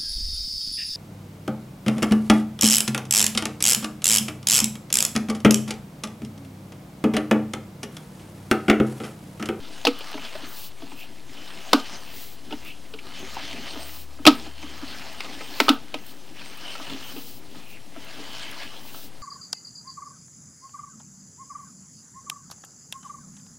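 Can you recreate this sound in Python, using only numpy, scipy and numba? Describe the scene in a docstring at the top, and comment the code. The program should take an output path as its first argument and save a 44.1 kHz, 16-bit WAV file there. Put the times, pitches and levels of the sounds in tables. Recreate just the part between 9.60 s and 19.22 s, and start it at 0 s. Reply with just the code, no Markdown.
"""Cable hauled onto a drum

A stiff push cable is hauled hand over hand out of a drain and fed back onto its drum, beside a fixed microphone.
Each haul is gritty noise through patchy bands and cable resonances; a glove then slides down as a swelling hiss.
Coils slap the drum as noise bursts ringing its modes, the hardest overloading the input. Grit ticks, cable squeaks.
Behind are a far engine's tone, an outdoor murmur and input noise."""
import sys
import numpy as np
from scipy import signal
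from scipy.fft import rfft, irfft, next_fast_len
from scipy.io import wavfile
from scipy.ndimage import uniform_filter1d
from numba import njit

SR = 44100
rng = np.random.default_rng(int(sys.argv[2]) if len(sys.argv) > 2 else 0)


def unload_audio(sound):
    """Save the sound as a 16-bit wav file, at the path given as the first command line argument."""
    columns = np.transpose(np.atleast_2d(sound))
    # keep every value between -1 and 1, then stretch to whole-number steps
    steps = np.round(np.clip(columns, -1, 1) * 32767)
    wavfile.write(sys.argv[1], SR, steps.astype(np.int16))


N = 424241


def undb(db):
    """Gain of a level in dB."""
    return 10 ** (np.asarray(db) / 20)


def unit(x):
    """Scaled to rms 1."""
    return x / np.sqrt(np.mean(x ** 2))


def curve(rows):
    """Columns of a table that starts with seconds, interpolated sample by sample."""
    s, *columns = np.transpose(rows)
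    return [np.interp(np.arange(N) / SR, s, column) for column in columns]


def spectrum_db(hz, spectrum):
    """Levels of a (Hz, dB) table, interpolated over log frequency."""
    table_hz, table_db = np.transpose(spectrum)
    return np.interp(np.log(hz), np.log(table_hz), table_db)


def colour(x, spectrum):
    """Filter to a spectrum of (Hz, dB) points, rms 1."""
    size = next_fast_len(len(x))
    hz = np.arange(size // 2 + 1) * SR / size + 1  # +1 keeps the log finite
    filtered = irfft(rfft(x, size) * undb(spectrum_db(hz, spectrum)), size)
    return unit(filtered[:len(x)])


def high_pass(hz):
    """Second-order Butterworth high-pass."""
    return signal.butter(2, hz, "high", fs=SR, output="sos")


@njit
def band_pass(x, hz, width_hz):
    """State-variable band-pass with a moving centre, gain 1 there."""
    y, band, low = np.empty(len(x)), 0., 0.
    for i in range(len(x)):
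        g, damping = np.tan(np.pi * hz[i] / SR), width_hz / hz[i]
        v = (band + g * (x[i] - low)) / (1 + g * (g + damping))
        band, low = 2 * v - band, low + 2 * g * v
        y[i] = damping * v
    return y


def walk(rate_hz):
    """Random levels held 1 / rate_hz and slewed twice; spread near 1."""
    hold = int(SR / rate_hz)
    steps = np.repeat(rng.standard_normal(N // hold + 1), hold)
    return 1.89 * uniform_filter1d(uniform_filter1d(steps, hold), hold)[:N]


def grit(size_db=1.5):
    """Dense noise grains of uneven level, 64 samples (1.5 ms) each."""
    sizes = np.minimum(rng.exponential(size=N // 64 + 1), 5.)
    return rng.standard_normal(N) * undb(size_db * np.repeat(sizes, 64)[:N])


# Outdoor murmur spectrum. Each row: frequency in Hz, relative level in dB per Hz.
YARD_SPECTRUM = [(12, -34.5), (20, -12), (35, -26), (41, -47), (55, -5), (271, -5.5), (488, -11.5),
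                 (743, -11.5), (1580, -21.5), (2850, -22.5), (10600, -26), (14900, -42), (16200, -61)]
YARD_DB = -51.5


def yard():
    """Distant outdoor murmur of traffic and air: coloured noise, swelling slowly."""
    return undb(YARD_DB + 0.66 * walk(0.76)) * colour(rng.standard_normal(N), YARD_SPECTRUM)


# Far engine's firing tone. Each row: time in seconds, pitch in Hz, mean level in dB rms.
ENGINE_TONE = [(2.4, 54, -63), (2.74, 54.2, -58), (3.47, 63, -58), (3.75, 70.8, -51), (4.12, 71, -63),
               (4.24, 72.6, -52), (5.52, 72, -56), (5.71, 64.7, -61), (6.25, 65, -76)]


def engine():
    """Only the firing tone carries this far: one gliding sine whose level wavers a little."""
    first_s, first_hz, _ = ENGINE_TONE[0]
    last_s, last_hz, _ = ENGINE_TONE[-1]
    hz, db = curve([(first_s - .1, first_hz, -90), *ENGINE_TONE, (last_s + .1, last_hz, -90)])
    return np.sqrt(2) * undb(db + 1.5 * walk(5.7)) * np.sin(2 * np.pi * np.cumsum(hz) / SR)


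# Squeaks where the cable binds. Each row: loudest moment in seconds, pitch there in Hz, level there in dB,
# swell in dB per second, glide in Hz per second.
BINDING_SQUEAKS = [(1.43, 2680, -40, 250, 800), (3.108, 2680, -38.5, 200, 4500),
                   (8.15, 2600, -45.5, 93, 800)]
SQUEAK_FALL_DB_PER_S, SQUEAK_WIDTH_HZ = 500, 590.0


def squeaks():
    """Rough stick-slip noise in one narrow gliding resonance, filtered twice."""
    out, t = 0, np.arange(N) / SR
    for s, peak_hz, db, swell_db_per_s, glide_hz_per_s in BINDING_SQUEAKS:
        hz = peak_hz + glide_hz_per_s * np.clip(t - s, -.1, .1)
        fade_db = np.where(t < s, swell_db_per_s * (t - s), SQUEAK_FALL_DB_PER_S * (s - t))
        once = band_pass(grit(size_db=-2.0), hz, SQUEAK_WIDTH_HZ)
        out = out + undb(db + fade_db) * unit(band_pass(once, hz, SQUEAK_WIDTH_HZ))
    return out


# Grit snapping under the cable. 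Each row: time in seconds, peak level in dB.
GRIT_TICKS = [(0.389, -29), (0.5142, -31), (1.4012, -36), (3.049, -32), (3.593, -35), (3.7406, -34),
              (4.7541, -34), (5.5293, -36), (6.465, -30), (6.973, -34), (8.4472, -37), (8.7326, -39),
              (8.9126, -30)]
TICK_DECAY_S = 0.0034


def ticks():
    """Thin dry snaps: differenced noise dying away within 10 ms."""
    out = np.zeros(N)
    t = np.arange(SR // 100) / SR
    noise = np.diff(rng.standard_normal((len(GRIT_TICKS), len(t) + 1)))  # tilted to the treble
    for (s, db), snap in zip(GRIT_TICKS, noise * np.exp(-t / TICK_DECAY_S)):
        i = int(s * SR)
        out[i:i + len(t)] += undb(db) * snap / np.max(np.abs(snap))
    return out


DETUNE = 0.035


def ring(modes, lift_db, chance, flip=1):
    """Answer of a set of modes to one tap, each mode's pitch shifted slightly by its chance value."""
    t = np.arange(SR // 4) / SR
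    out = 0
    for k, (hz, db, t60_s) in enumerate(modes):
        swing = np.sin(2 * np.pi * hz * (1 + DETUNE * chance[k]) * t)
        out = out + flip ** k * undb(db + lift_db[k]) * swing * 1000. ** (-t / t60_s)
    return out


SPOT_DB, SPOT_OCTAVES = 6, 0.35
SPOT_SOFT = 0.24  # extra lift in dB for each dB that a blow is weaker


def spot(hz, spot_hz, blow_db):
    """Lift in dB of what lies near the pitch of the struck spot; a light blow wakes little else."""
    return (SPOT_DB - SPOT_SOFT * blow_db) * np.exp(-(np.log2(hz / spot_hz) / SPOT_OCTAVES) ** 2)


# Coil slaps. Each row: time in seconds, crack peak in dB, crack pitch in Hz, shell peak in dB, shell pitch in Hz,
# boom peak in dB, rattle decay time in seconds. Peaks are before the low cut.
COIL_SLAPS = [(0.2505, -5.5, 4140, -11, 794, -17, 0.0028), (0.2683, -3, 2680, -9.5, 452, -9, 0.0065),
              (0.406, -28, 2970, -30, 670, -56, 0.0041), (0.539, -26.5, 3100, -27, 570, -23, 0.0058),
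              (0.5757, -28, 2000, -26, 915, -35, 0.0044), (0.649, -27, 3100, -45, 678, -56, 0.0024),
              (0.751, -26, 1530, -25.5, 664, -44, 0.0053), (0.821, -36, 3630, -40, 447, -28.5, 0.0027),
              (1.219, -38, 3090, -33.5, 570, -26, 0.0019), (1.316, -36.5, 2520, -34, 851, -34, 0.0031),
              (1.874, -32, 3750, -44, 853, -58, 0.0036), (2.131, 2.5, 1490, 0, 1320, -2.5, 0.0029),
              (2.907, -32, 2770, -30, 444, -25, 0.0052), (2.9233, -23, 2950, -24.5, 795, -20, 0.0047),
              (3.337, -29, 2960, -29, 455, -34, 0.0038), (3.385, -29.5, 2440, -65, 624, -56, 0.006),
              (3.766, -31, 2970, -21, 875, -54, 0.003), (4.156, -34, 3110, -28, 670, -28, 0.0022),
              (4.588, -45, 2040, -36, 670, -25.5, 0.0024), (4.6525, -3.5, 2760, -9, 769, -3, 0.0018),
              (4.6653, 6.5, 2570, -1.5, 1270, 5, 0.0031), (4.6714, 6, 3820, 2.5, 1290, 0.5, 0.0067),
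              (4.861, -41, 3100, -35, 710, -28.5, 0.0048), (5.027, -31.5, 2280, -34, 942, -26, 0.0066),
              (5.218, -46, 3500, -48, 1250, -22, 0.003), (5.604, -18, 2170, -28, 1570, -57, 0.0026),
              (5.646, -29, 2880, -32.5, 417, -52, 0.0022), (5.806, -28, 2100, -28, 640, -37, 0.015),
              (6.0007, -2, 2140, -5.5, 860, -12, 0.0037), (6.082, -8, 2890, -6.5, 1310, -10.5, 0.0016),
              (6.0896, -2, 3279, -11.5, 1230, -3.5, 0.0039), (6.341, -17, 2750, -19, 785, -24.5, 0.0035),
              (7.152, -30, 1630, -30, 1240, -49, 0.0029), (7.198, -47, 1660, -26, 1100, -32, 0.0014),
              (7.296, -25.5, 3050, -32, 668, -56, 0.0039), (7.563, -30.5, 2990, -28.5, 437, -24, 0.001),
              (7.9475, -39, 1660, -38, 624, -32, 0.0013), (8.361, -39, 1910, -31, 580, -28, 0.0023),
              (8.5915, -45, 3200, -32.5, 423, -30, 0.0023), (9.3425, -36, 3060, -33, 1210, -41, 0.0034)]
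# Drum body modes. Each row: frequency in Hz, relative level in dB, t60 in seconds.
BODY_MODES = [(237, -8, 0.17), (273, 0, 0.14), (304.7, 2.5, 0.091), (376, -3, 0.092)]
# Drum shell modes. Each row: frequency in Hz, relative level in dB, t60 in seconds.
SHELL_MODES = [(454, -4.5, 0.1), (518, -17.5, 0.045), (652, -4.5, 0.048), (788, -6, 0.05),
               (897, 0.5, 0.023), (994, -0.5, 0.015), (1146, -9.5, 0.046), (1266, 2.5, 0.038),
               (1434, -18, 0.083), (1510, 0.5, 0.015)]
# Rim, its short modes too many to tell apart. Each row: frequency in Hz, relative level in dB per Hz.
RIM_SPECTRUM = [(900, -7), (1700, 0), (2500, 1.5), (4000, 1), (5200, -2.5), (6500, -12.5), (9000, -17),
                (16000, -21.5)]
BOOM_PUSH_S, BOOM_LAG_S = 0.0052, 0.00297
TAIL_T60_S, TAIL_DB = 0.23, -23
RISE_S, SOFT_RISE_S_PER_DB = 0.0016, .00007  # a weaker blow starts slower
LOW_CUT_HZ = 360


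def slaps():
    """A short rattle of contacts rings shell and rim; the drum body booms under a softer push, a little later."""
    out = np.zeros(N + SR)
    t = np.arange(SR // 4) / SR
    hz = np.arange(len(t) // 2 + 1) * SR / len(t) + 1
    rim_db = spectrum_db(hz, RIM_SPECTRUM)
    shell_modes_hz = np.transpose(SHELL_MODES)[0]
    push = np.concatenate([np.zeros(int(BOOM_LAG_S * SR)), np.hanning(int(BOOM_PUSH_S * SR))])
    after = undb(TAIL_DB) * 1000. ** (-t / TAIL_T60_S)  # loose coils and nearby walls rustle on
    for s, crack_db, crack_hz, shell_db, shell_hz, boom_db, rattle_s in COIL_SLAPS:
        noise, chance = rng.standard_normal(len(t)), rng.standard_normal(32)
        rise = np.minimum(t / (RISE_S - SOFT_RISE_S_PER_DB * min(shell_db, 0)), 1)
        shape = (np.exp(-t / rattle_s) + after) * rise
        crack = shape * irfft(rfft(noise) * undb(rim_db + spot(hz, crack_hz, crack_db)), len(t))
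        shell_lift_db = spot(shell_modes_hz, shell_hz, shell_db)
        shell = signal.fftconvolve(shape * noise, ring(SHELL_MODES, shell_lift_db, chance))
        # opposed neighbours: the boom swells first
        body = ring(BODY_MODES, np.zeros(len(BODY_MODES)), chance / 4, flip=-1.23)
        boom = signal.fftconvolve(push, body)
        i = int(s * SR)
        for y, db in ((crack, crack_db), (shell, shell_db), (boom, boom_db)):
            out[i:i + len(y)] += undb(db) * y / np.max(np.abs(y))
    return signal.sosfilt(high_pass(LOW_CUT_HZ), out[:N])  # low cut, as of a microphone: little deep bass


# Glove strokes down the cable, each ending in a grip.
# Each row: grip time in seconds, stroke length in seconds, level in dB.
GLOVE_STROKES = [(1.068, 0.21, -42.5), (1.439, 0.089, -49), (2.73, 0.26, -43), (3.102, 0.063, -49),
                 (4.424, 0.25, -43), (4.79, .16, -55), (6.13, 0.29, -45), (6.522, .1, -49),
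                 (7.766, 0.35, -43), (8.13, 0.055, -52), (9.46, 0.26, -43)]
# Glove hiss spectrum. Each row: frequency in Hz, relative level in dB per Hz.
GLOVE_SPECTRUM = [(1200, -37), (2600, -2), (4300, 1), (6500, -4.5), (11000, -7.5), (13500, -5), (14800, -2),
                  (15600, 2), (16200, -3.5)]
DRAG_DB, GLOVE_REST_DB = -16.5, -62.5  # drag is against the scrape
SLIDE_RISE, SLIDE_START_DB, SLIDE_END_DB = 0.66, -10, -3.5  # swelling share of a stroke; ends against its level
GRIP_S = 0.043
BRIGHT_DB, BRIGHT_HZ = -3, 12500


def glove():
    """A smooth thin hiss that grows with the stroke and stops at the grip; pulls drag the cable through too."""
    strokes = [curve([(grip_s - length_s - GRIP_S, 0),
                      (grip_s - length_s, undb(db + SLIDE_START_DB)),
                      (grip_s - (1 - SLIDE_RISE) * length_s, undb(db)),
                      (grip_s, undb(db + SLIDE_END_DB)),
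                      (grip_s + GRIP_S, 0)])[0] for grip_s, length_s, db in GLOVE_STROKES]
    stroke = np.max(strokes, axis=0)
    drag = undb(scrape_level()[0] + DRAG_DB) + undb(GLOVE_REST_DB)
    hiss = colour(rng.standard_normal(N) * undb(walk(30)), GLOVE_SPECTRUM)
    top = signal.sosfiltfilt(high_pass(BRIGHT_HZ), hiss)
    # strokes are brighter than the drag
    return np.maximum(stroke, drag) * hiss + undb(BRIGHT_DB) * stroke * top


# Pulls on the cable, long hauls and the short shoves between them. Each row: four shape times in seconds, not always
# in order (start, fastest, slowing, end), scrape level in dB, drum rumble in dB against the scrape.
CABLE_PULLS = [(-0.06, 0.448, 0.79, 1.17, -42, -7.5), (1.146, 1.232, 1.26, 1.67, -48.5, 0),
               (1.65, 2.23, 2.38, 2.75, -41, -8), (2.82, 2.94, 2.8, 3.37, -47.5, -2),
               (3.388, 3.76, 4.22, 4.48, -40.5, -5.5), (4.626, 4.758, 4.85, 4.97, -43.5, 1),
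               (4.92, 5.26, 6.24, 6.1, -41, -7), (6.104, 6.2, 6.58, 6.9, -51, -0.5),
               (6.693, 7.167, 7.43, 7.7, -41, -8), (7.824, 7.968, 8.7, 8.04, -50, -1),
               (8.324, 8.75, 8.98, 9.5, -40.5, -9.5)]
JERK_S, JERK_DB = 0.092, -5  # level against the full pull
REST_DB, RUMBLE_REST_DB = -56, -57


def scrape_level():
    """Scrape and rumble levels in dB drawn through each pull's points, the loudest pull winning."""
    shapes = []
    for start_s, fast_s, slow_s, end_s, db, rumble_db in CABLE_PULLS:
        jerk_s = min(start_s + JERK_S, (start_s + fast_s) / 2)
        shapes.append(curve([(start_s, REST_DB, RUMBLE_REST_DB),
                             (jerk_s, db + JERK_DB, db + rumble_db),
                             (fast_s, db, db + rumble_db),
                             (slow_s, db, db + rumble_db),
                             (end_s, REST_DB, RUMBLE_REST_DB)]))
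    return np.max(shapes, axis=0)


# Scrape spectrum. Each row: frequency in Hz, relative level in dB per Hz.
SCRAPE_SPECTRUM = [(240, -37), (400, -17), (529, -6.5), (854, -6), (1400, -7), (1720, -6.5), (2820, -4),
                   (3040, -6), (3720, -6), (5070, -7), (5570, -12), (11000, -25.5), (13700, -39),
                   (15200, -32), (16200, -39)]
# Rings of the rubbing cable. Each row: frequency in Hz, width in Hz, level in dB against the scrape,
# patchiness in dB.
CABLE_RINGS = [(660, 28, -17, 2), (854, 115, -16.5, -0.5), (1233, 93, -19, 3.5), (1707, 140, -17.5, 3),
               (3036, 144, -9, 2.5), (6250, 210, -21.5, 4), (8520, 290, -28.5, 6)]


def haul():
    """Grit scrapes under the cable and sets it ringing; bumps shake the drum."""
    scrape_db, rumble_db = scrape_level()
    rings = 0
    for hz, width_hz, db, patchy_db in CABLE_RINGS:
        tone = unit(band_pass(grit(), hz * (1 + .007 * walk(9)), float(width_hz)))
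        rings = rings + undb(db + patchy_db * walk(21)) * tone
    # the point of contact wanders, so each part of the range swells in its own patches
    rub = colour(grit(size_db=2.02), SCRAPE_SPECTRUM)
    patches = 0
    for hz in 480 * 2. ** np.arange(0, 5, .35):
        patches = patches + undb(2.8 * walk(32)) * band_pass(rub, np.full(N, hz), hz / 4)
    bumps = rng.standard_normal(N) * undb(2.95 * walk(25))
    still = np.zeros(len(BODY_MODES))  # no lift, no detuning
    rumble = unit(signal.fftconvolve(bumps, ring(BODY_MODES, still, still))[:N])
    return undb(scrape_db) * (unit(patches) + rings) + undb(rumble_db) * rumble


def scene():
    """One microphone feeds both channels."""
    mono = yard() + engine() + squeaks() + ticks() + slaps() + glove() + haul()
    return np.tile(mono, (2, 1))


# Input noise spectrum. Each row: frequency in Hz, relative level in dB per Hz.
INPUT_SPECTRUM = [(12, -49.5), (20, 0), (155, -22), (1720, -38.5), (5140, -37.5), (16200, -43)]
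# Constant input offset, full scale 1. Columns: first channel, second channel.
INPUT_OFFSET = (.0234, .0116)
INPUT_DB, TOP_HZ = -65, 15950


def record(dry):
    """Each input channel adds its own noise and a small offset, clips at full scale and loses the top treble."""
    noise = np.array([colour(rng.standard_normal(N), INPUT_SPECTRUM) for _ in range(2)])
    wet = np.clip(dry + undb(INPUT_DB) * noise + np.array(INPUT_OFFSET)[:, None], -1, 1)
    low_pass = signal.ellip(8, .1, 50, TOP_HZ, fs=SR, output="sos")
    return np.clip(signal.sosfiltfilt(low_pass, wet), -1, 1)


dry = scene()
out = record(dry)
unload_audio(out)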